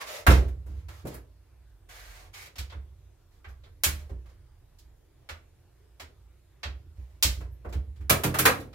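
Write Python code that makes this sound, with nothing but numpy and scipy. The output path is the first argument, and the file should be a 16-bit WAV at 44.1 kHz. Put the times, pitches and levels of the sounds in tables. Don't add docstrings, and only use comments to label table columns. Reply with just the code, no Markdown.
import sys
import numpy as np
from scipy import signal
from scipy.fft import rfft, irfft, next_fast_len
from scipy.io import wavfile
from scipy.ndimage import uniform_filter1d

SR = 44100
rng = np.random.default_rng(int(sys.argv[2]) if len(sys.argv) > 2 else 0)


def ratio(d):
    e = np.asarray(d, float) / 20
    return 10 ** e


def int16_out(signal):
    q = np.round(np.clip(np.atleast_2d(signal).T, -1, 1) * 32767)
    wavfile.write(sys.argv[1], SR, q.astype(np.int16))


N = 385434
CLOSE_DIRECT, FAR_DIRECT = 0.3, 0.12


def evened(x):
    return x / np.sqrt(np.mean(x ** 2) + 1e-20)


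def read(points, hz):
    f, value = np.transpose(points)
    return np.interp(np.log(hz + 1), np.log(f + 1), value)


def add(mix, s, sound):
    part = mix[round(s * SR):][:len(sound)]
    part += sound[:len(part)]


def resonate(x, hz, width):
    return signal.lfilter(*signal.iirpeak(hz, hz / width, SR), x)


def follow(x, hz, width):
    turn = np.exp(2j * np.pi * np.cumsum(hz) / SR)
    r = np.exp(-np.pi * width / SR)
    return (turn * signal.lfilter([1 - r], [1, -r], x / turn)).real


def band(x, lo_hz, hi_hz):
    sos = signal.butter(2, [lo_hz, hi_hz], "band", fs=SR, output="sos")
    return evened(signal.sosfiltfilt(sos, x))


# (frequency [Hz], level per Hz [dB])
AIR = [(65, -28), (110, 2), (125, -15.5), (211, -29), (487, -25), (1280, -33), (15500, -46.5), (16500, -61)]
# (frequency [Hz], left-right likeness [-1 to 1])
SAME = [(60, 0.96), (180, 0.61), (550, 0.31), (1650, 0.8), (4970, -0.19), (15000, -0.0)]


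def air():
    level_db = -71.5 + 3.5
    hollow_hz, hollow_width_hz, hollow_db = 333, 90, 10.5
    frames, hz = N // 256 + 5, np.fft.rfftfreq(1024, 1 / SR)
    a, b, c, d, patches = rng.standard_normal((frames, 513, 5)).T
    patches = evened(uniform_filter1d(uniform_filter1d(patches, 12, 0), 20, 1))
    same = np.clip(read(SAME, hz), -1, 1)[:, None]
    left = a + 1j * b
    right = same * left + np.sqrt(1 - same ** 2) * (c + 1j * d)
    hollow = hollow_db / (1 + (2 * (hz - hollow_hz) / hollow_width_hz) ** 2)
    gain = ratio((read(AIR, hz) + hollow)[:, None] + 1.9 * patches)
    z = np.array([left, right]) * gain * (hz > 100)[:, None]
    return ratio(level_db) * evened(signal.istft(z, nperseg=1024, noverlap=768)[1][:, :N])


# (frequency [Hz], width [Hz], level [dB])
HUM = [(59, 4.9, 1), (87, 14, -1), (115.5, 8.7, -9)]
# (time [s], strength [dB])
DRAG_SHAKE = [
    (1.97, -36),
]


def rumble(thumps):
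    idle_db, shake_db, shake_per_db = -62, -48.5, 0.6655
    rise_s, t60_s = 0.12, 2
    s, peak_db = np.transpose([row[:2] for row in thumps] + DRAG_SHAKE)[:, :, None]
    t = np.arange(0, N + 256, 256) / SR
    age = np.maximum(t - s, 0)
    rise = 1 - np.exp(-(age / rise_s) ** 2)
    stirred = rise * ratio(shake_db + shake_per_db * (peak_db + 29) - 60 * age / t60_s)
    level = np.sqrt(ratio(idle_db) ** 2 + (stirred ** 2).sum(0))
    shake = rng.standard_normal(N)
    modes = sum(ratio(db) * evened(resonate(resonate(shake, f, w), f, 2 * w)) for f, w, db in HUM)
    return np.interp(np.arange(N) / SR, t, level) * modes


# (frequency [Hz], t60 [s])
WALLS = [(250, 0.66), (660, 0.28), (1740, 0.23), (4590, 0.19), (12100, 0.15)]


def walls(x, rattle=1, direct=FAR_DIRECT):
    lag = 8
    size = SR // 3
    taps, age = np.zeros((2, size)), np.arange(30, size - 6, 6)
    uneven_db = 1.4 * np.exp(-age / (0.036 * SR)) * np.minimum(rng.exponential(1, (2, len(age))), 3)
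    places = age + rng.integers(0, 6, uneven_db.shape)
    np.put_along_axis(taps, places, rng.choice([-1., 1.], uneven_db.shape) * ratio(uneven_db), 1)
    hz, t, z = signal.stft(taps, SR, nperseg=256)
    z[0] += np.clip(1.8 - hz / 450, 0, 3)[:, None] * z[1]
    late = ratio(-19.5 - 60 * t / 0.56) * (1 - t / t[-1])
    fall = ratio(-60 * np.maximum(t - 0.008, 0) / (rattle * read(WALLS, hz)[:, None]))
    build = 1 - 0.5 * np.exp(-t * np.sqrt(hz + 300)[:, None] * 6.0)
    tail = signal.istft(z * build * (fall + late), SR, nperseg=256)[1]
    tail /= np.linalg.norm(tail, axis=1)[:, None]
    tail[0, lag] += direct
    tail[1, 0] += direct
    return signal.fftconvolve(x[None], tail, axes=1).T * ratio([-0.8, 0.8])


def stroke(start, length, level_db, ring_hz, low_db, sag_db, top_db):
    attack_s, release_s, lift_db = 0.01, 0.048, -12
    s = start + np.array([0, attack_s, length - release_s, length])
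    pressure_db = level_db + np.array([lift_db, 0, sag_db, sag_db + lift_db])
    return s, pressure_db, low_db, top_db, ring_hz


# (frequency [Hz], width [Hz], level [dB])
SOLE = [(1300, 700, -5.5), (2050, 690, 12.5), (3900, 1600, -3), (6520, 650, -4.5)]


def slide(s, pressure_db, low_db, top_db, ring_hz):
    t = np.arange(s[0], s[-1], 1 / SR)
    level_db = np.interp(t, s, pressure_db)
    grit = rng.choice([-1., 1.], len(t)) * ratio(2.0 * np.minimum(rng.exponential(1, len(t)), 4))
    flutter_db = 2.5 * evened(uniform_filter1d(rng.standard_normal(len(t)), 500))
    rub = grit * ratio(flutter_db)
    rubber = evened(sum(ratio(db) * resonate(rub, f, w) for f, w, db in SOLE))
    sole = band(rub, 1000, 6500) + 1.1 * rubber
    ring = 0.35 * evened(follow(rub, np.full(len(t), ring_hz), 0.091 * ring_hz))
    if ring_hz < 1200:
        ring *= ratio(low_db - 2.5)
    body = ratio(low_db - 6.0) * band(rub, 380, 1300)
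    hiss = ratio(top_db) * band(rub, 4200, 18000)
    return ratio(level_db) * (evened(sole) + body + hiss + ring) * signal.windows.tukey(len(t), 0.06)


def drag(near, pressure):
    for _ in range(2):
        add(near, pressure[0][0], ratio(-5.0) * walls(slide(*pressure)))


# (start [s], length [s], level [dB], ringing [Hz], low body [dB])
SKIDS = [
    (0.0, 0.069, -33, 640, 0),
    (0.289, 0.23, -26.5, 550, 1.5),
    (3.475, .1, -60, 1105, 5),
    (3.98, 0.17, -56, 597, 3),
    (4.28, 0.084, -63.5, 603, 5.5),
    (8.549, 0.11, -51.5, 670, 1),
]


def skids(near):
    for row in SKIDS:
        drag(near, stroke(*row, sag_db=-190 * row[1], top_db=-11.5))


# (start [s], length [s], frequency [Hz], level [dB])
SQUEAKS = [(0, 0.012, 1080, -34), (0.081, 0.12, 585, -46), (0.13, 0.05, 3800, -56.5),
           (2.697, 0.03, 3530, -55), (3.467, 0.057, 12700, -75), (3.634, 0.034, 3500, -66),
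           (3.635, .03, 4390, -73), (5.042, 0.084, 379, -74), (5.208, 0.057, 696, -70),
           (5.788, 0.078, 426, -69.5), (6.98, .07, 2410, -79), (7.506, 0.039, 12200, -69.5)]


def squeaks(near):
    for s, length, hz, db in SQUEAKS:
        size = round(length * SR)
        fuzz = evened(resonate(rng.standard_normal(size), hz, 30 + 0.045 * hz))
        swell = np.sin(np.pi * np.linspace(0, 1, size) ** 0.6)
        add(near, s, walls(ratio(db) * fuzz * swell))


# (start [s], length [s], level [dB], ringing [Hz], low body [dB])
SCUFFS = [(0.056, 0.16, -40, 640, -0.5), (0.656, 0.19, -66, 463, 5.5), (0.885, 0.15, -57, 1300, 2),
          (1.059, 0.13, -54, 610, 8.5), (1.881, 0.3, -51, 1650, -2), (2.129, 0.15, -54.5, 740, 2),
          (2.326, 0.15, -46.5, 2150, -6.5), (3.301, 0.11, -71, 700, 0), (5.16, .12, -82, 520, 8.5),
          (5.77, 0.11, -83.5, 443, 12), (6.953, 0.25, -72, 600, 5)]


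def scuffs(near):
    for row in SCUFFS:
        drag(near, stroke(*row, sag_db=-3, top_db=-7.5))


# (time [s], peak [dB], boom [Hz], ring t60 [s])
FOOTFALLS = [(0.194, -55, 90.5, 0.37), (0.685, -32.5, 68.7, 0.99), (1.158, -45.5, 62.4, 0.26),
             (1.511, -52, 62.6, 0.36), (2.592, -30.5, 67.3, 0.31), (2.753, -33, 69, 0.47),
             (3.473, -37.5, 66, 0.38), (3.6, -47, 67.3, 0.25), (4.507, -61, 78.2, 0.54),
             (5.31, -41.5, 80, 0.29), (6.019, -45, 76.6, 0.28), (6.658, -30.5, 67.3, 0.47),
             (6.862, -46, 76.8, 0.72), (6.985, -33, 64.3, 0.32), (7.252, -21.5, 64, 0.36),
             (7.376, -30, 61.5, 0.67), (7.672, -31, 61.5, 0.48), (7.757, -22.5, 68.7, 0.28),
             (7.873, -38.5, 71.1, 0.57), (8.0, -32.5, 67.5, 1)]


def footfalls():
    return [(*row, -16.5 + 0.55 * (row[1] + 33), 21) for row in FOOTFALLS]


# (time [s], peak [dB], boom [Hz], ring t60 [s], upper modes [dB])
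BLOWS = [
    (0.285, -7.5, 65.3, 0.58, -7.5),
    (1.05, -40.5, 64.6, 0.53, 8.5),
    (3.865, -27, 73, 0.7, -9.5),
    (4.117, -29.5, 62.03, 0.4, -11),
    (8.11, -23.5, 87.8, 0.37, 3.5),
    (8.252, -28, 86.5, 0.64, 7.5),
    (8.399, -36, 95.3, 1.01, 9.5),
    (8.471, -33.5, 80.3, 0.44, -13),
]


def blows():
    return [(*row, 14) for row in BLOWS]


# (frequency [Hz], level [dB])
BOARDS = [(50, -11.5), (88, -10.5), (128, -2.5), (160, -5.5), (200, -6.5), (250, -12), (305, -4),
          (395, -8.5)]


def thump(hz, t60, upper_db, rise_ms):
    t = np.arange(SR * 2 // 3) / SR
    rise = 1 - np.exp(-(t / (rise_ms / 1000)) ** 2)
    boom = np.sin(2 * np.pi * hz * t) + 0.16 * np.sin(2 * np.pi * 1.14 * hz * t)
    boom *= rise * ratio(-60 * t / t60)
    sound = boom.copy()
    for k, (f, db) in enumerate(BOARDS):
        fall_db = 60 * t / (t60 * (64 / f) ** 0.49)
        mode_db = db + (upper_db - 2.5) * (f > 100) - fall_db
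        sound += (-1) ** k * rise * ratio(mode_db) * np.sin(2 * np.pi * f * t)
    return sound / abs(boom).max()


def knock(modes, low_db, snap_db, top_db):
    hz = abs(np.fft.fftfreq(4096, 1 / SR))
    colour = [(120, low_db - 10), (450, low_db + 7), (1600, 0.00039),
              (4200, snap_db + 0.63), (10000, top_db - 6.5), (18000, top_db - 6.5)]
    f, width, db = np.transpose(modes)[:, :, None]
    peaks = 0.54 * ratio(0.4 * db) / (1 + (2 * (hz - f) / np.maximum(width, 60)) ** 2)
    log_gain = np.log(ratio(read(colour, hz) - 0.5) * (1 + peaks.sum(0)))
    slap = np.fft.ifft(np.exp(log_gain - 1j * signal.hilbert(log_gain).imag)).real[:1500]
    touches = np.zeros(400)
    touches[[0, *rng.integers(60, 400, 2)]] = 1, 0.25, 0.2
    return np.convolve(touches, slap)


def strike(near, hits, modes, rattle, direct=FAR_DIRECT):
    for s, crack_db, *colour_db in hits:
        add(near, s, ratio(crack_db + 32.5) * walls(knock(modes, *colour_db), rattle, direct))


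# (frequency [Hz], width [Hz], level [dB])
TOOL = [(372, 36, -1), (680, 35, -7.5), (1420, 250, -8), (1710, 26, -3), (2300, 29, -12.5),
        (3720, 130, -16.5)]
# (time [s], crack [dB], low body [dB], snap [dB], top [dB])
SET_DOWN = [
    (0.2657, -8.5, -8.5, -16.5, -15.5),
    (0.3093, -20, -1, -29, -15),
    (0.4796, -50.5, -1.5, -7.5, -6),
]


def set_down(near):
    strike(near, SET_DOWN, TOOL, rattle=0.93)


# (frequency [Hz], width [Hz], level [dB])
SANDAL = [(2270, 130, 3), (3215, 53, -3.5), (3978, 29, -3.5), (4700, 33, -1.5), (5450, 160, -2),
          (7300, 1600, -4)]
# (time [s], crack [dB], low body [dB], snap [dB], top [dB])
PICKING = [
    (0.6626, -58, 10, -16, -3),
    (0.8845, -43, -5, -8.5, -13),
    (1.052, -45, 17.5, -16, -8),
    (1.0694, -47, 8, -3.5, 3.5),
    (1.1409, -40.5, -13, -24, -3),
]


def pick_parts(near):
    strike(near, PICKING, SANDAL, rattle=0.82)


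# (time [s], firing tone [Hz], level [dB])
ENGINE = [
    [(1.3, 49.57, -67.5), (1.6, 45.6, -67), (2.1, 45.12, -50.5), (2.3, 43.7, -57.5), (2.5, 39.5, -83)],
    [(2.9, 35.9, -71), (3.6, 33.13, -59), (4.4, 33.98, -60), (5.3, 34.14, -63.5), (6.0, 34.9, -70.5),
     (6.7, 34.8, -65.5)],
]


def engine(rows):
    s, hz, level_db = np.transpose(rows)
    t = np.arange(s[0], s[-1], 1 / SR)
    turns = 2 * np.pi * np.cumsum(np.interp(t, s, hz)) / SR
    waver_db = 2.2 * evened(uniform_filter1d(rng.standard_normal(len(t)), 4000))
    level = ratio(np.interp(t, s, level_db) + 4.0 + waver_db)
    return s[0], level * (np.sin(turns) + 0.18 * np.sin(2 * turns)) * signal.windows.tukey(len(t), 0.15)


# (time [s], crack [dB], low body [dB], snap [dB], top [dB])
STEPS = [(2.3386, -47.5, -25.5, 2, -22), (2.4592, -48.5, -5.5, -3, -6), (2.5563, -47, -3.5, 0.5, -7.5),
         (2.5823, -35.5, -18, 0, -4), (2.698, -48, -9, 0, -20), (2.7212, -39.5, -8, -20, -26),
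         (3.444, -37, -18.5, -20.5, -35), (3.6359, -56, -1.5, -1.5, -21), (3.661, -54.5, -4, -29, -18.5),
         (4.0944, -52, 10.5, -11, -13.5), (4.2571, -55, -7, -12, -15), (4.786, -72, -4.5, 16.5, 13.5),
         (5.2895, -30.5, -15, -9.5, -17.5), (5.9977, -37.5, -8.5, -4, -10.5), (6.6312, -28, -14, -4, -21.5),
         (7.4061, -43.5, -0.5, -16, -15.5), (7.6476, -39, 5.5, -29, -27), (7.6898, -57.5, 1, -5, -4.5),
         (7.7256, -40, 1, -7.5, -10.5), (7.9597, -61, -1.5, -3.5, -9), (8.0065, -50.5, -10.5, -16, -15.5)]


def steps(near):
    strike(near, STEPS, SANDAL, rattle=1.05)


# (time [s], crack [dB], low body [dB], snap [dB], top [dB])
CLOSE_SLAPS = [
    (3.8362, -18.5, -18, -2.5, 2.5),
    (7.2262, -22, -15, 6.5, 5),
]


def close_slaps(near):
    strike(near, CLOSE_SLAPS, SANDAL, rattle=1.16, direct=CLOSE_DIRECT)


# (frequency [Hz], width [Hz], level [dB])
CRATE = [(1220, 220, -10.5), (2375, 28, 4), (2580, 42, -17), (3260, 63, -23), (3520, 41, -14),
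         (4040, 120, 7), (4830, 49, -8)]
# (time [s], crack [dB], low body [dB], snap [dB], top [dB])
DROPS = [
    (8.0966, -11.5, -6.5, -8.5, -1.5),
    (8.2355, -20, -2.5, -9.5, -2.5),
    (8.3418, -21, -8, -15.5, -11),
    (8.3869, -17, -12, -8.5, 1.5),
    (8.4536, -5, -11, -14.5, -9.5),
    (8.5991, -52.5, 1, 2, 3),
    (8.7294, -50, 2, -3, -13),
]


def drops(near):
    strike(near, DROPS, CRATE, rattle=1.02)


def scene():
    near = np.zeros((N, 2))
    thumps = footfalls() + blows()
    low = rumble(thumps)
    for source in (skids, squeaks, scuffs, set_down, pick_parts, steps, close_slaps, drops):
        source(near)
    for s, peak_db, *rest in thumps:
        add(low, s - 0.012, ratio(peak_db) * thump(*rest))
    for rows in ENGINE:
        add(low, *engine(rows))
    return near.T + low * ratio([[-1.6], [1.4]]) + air()


def band_limit(x):
    return signal.sosfilt(signal.butter(12, 16980, fs=SR, output="sos"), x)


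# (frequency [Hz], level [dB])
MIC = [(20, -7), (45, -0.5), (8700, 0.5), (12000, 4), (15300, 0.5), (15800, -2.5), (16200, -27),
       (20000, -29)]


def record(dry):
    size = next_fast_len(N + 4096)
    gain = ratio(read(MIC, np.fft.rfftfreq(size, 1 / SR)))
    heard = irfft(rfft(dry, size) * gain, size)[:, :N]
    return band_limit(heard)


dry = scene()
out = record(dry)
int16_out(out)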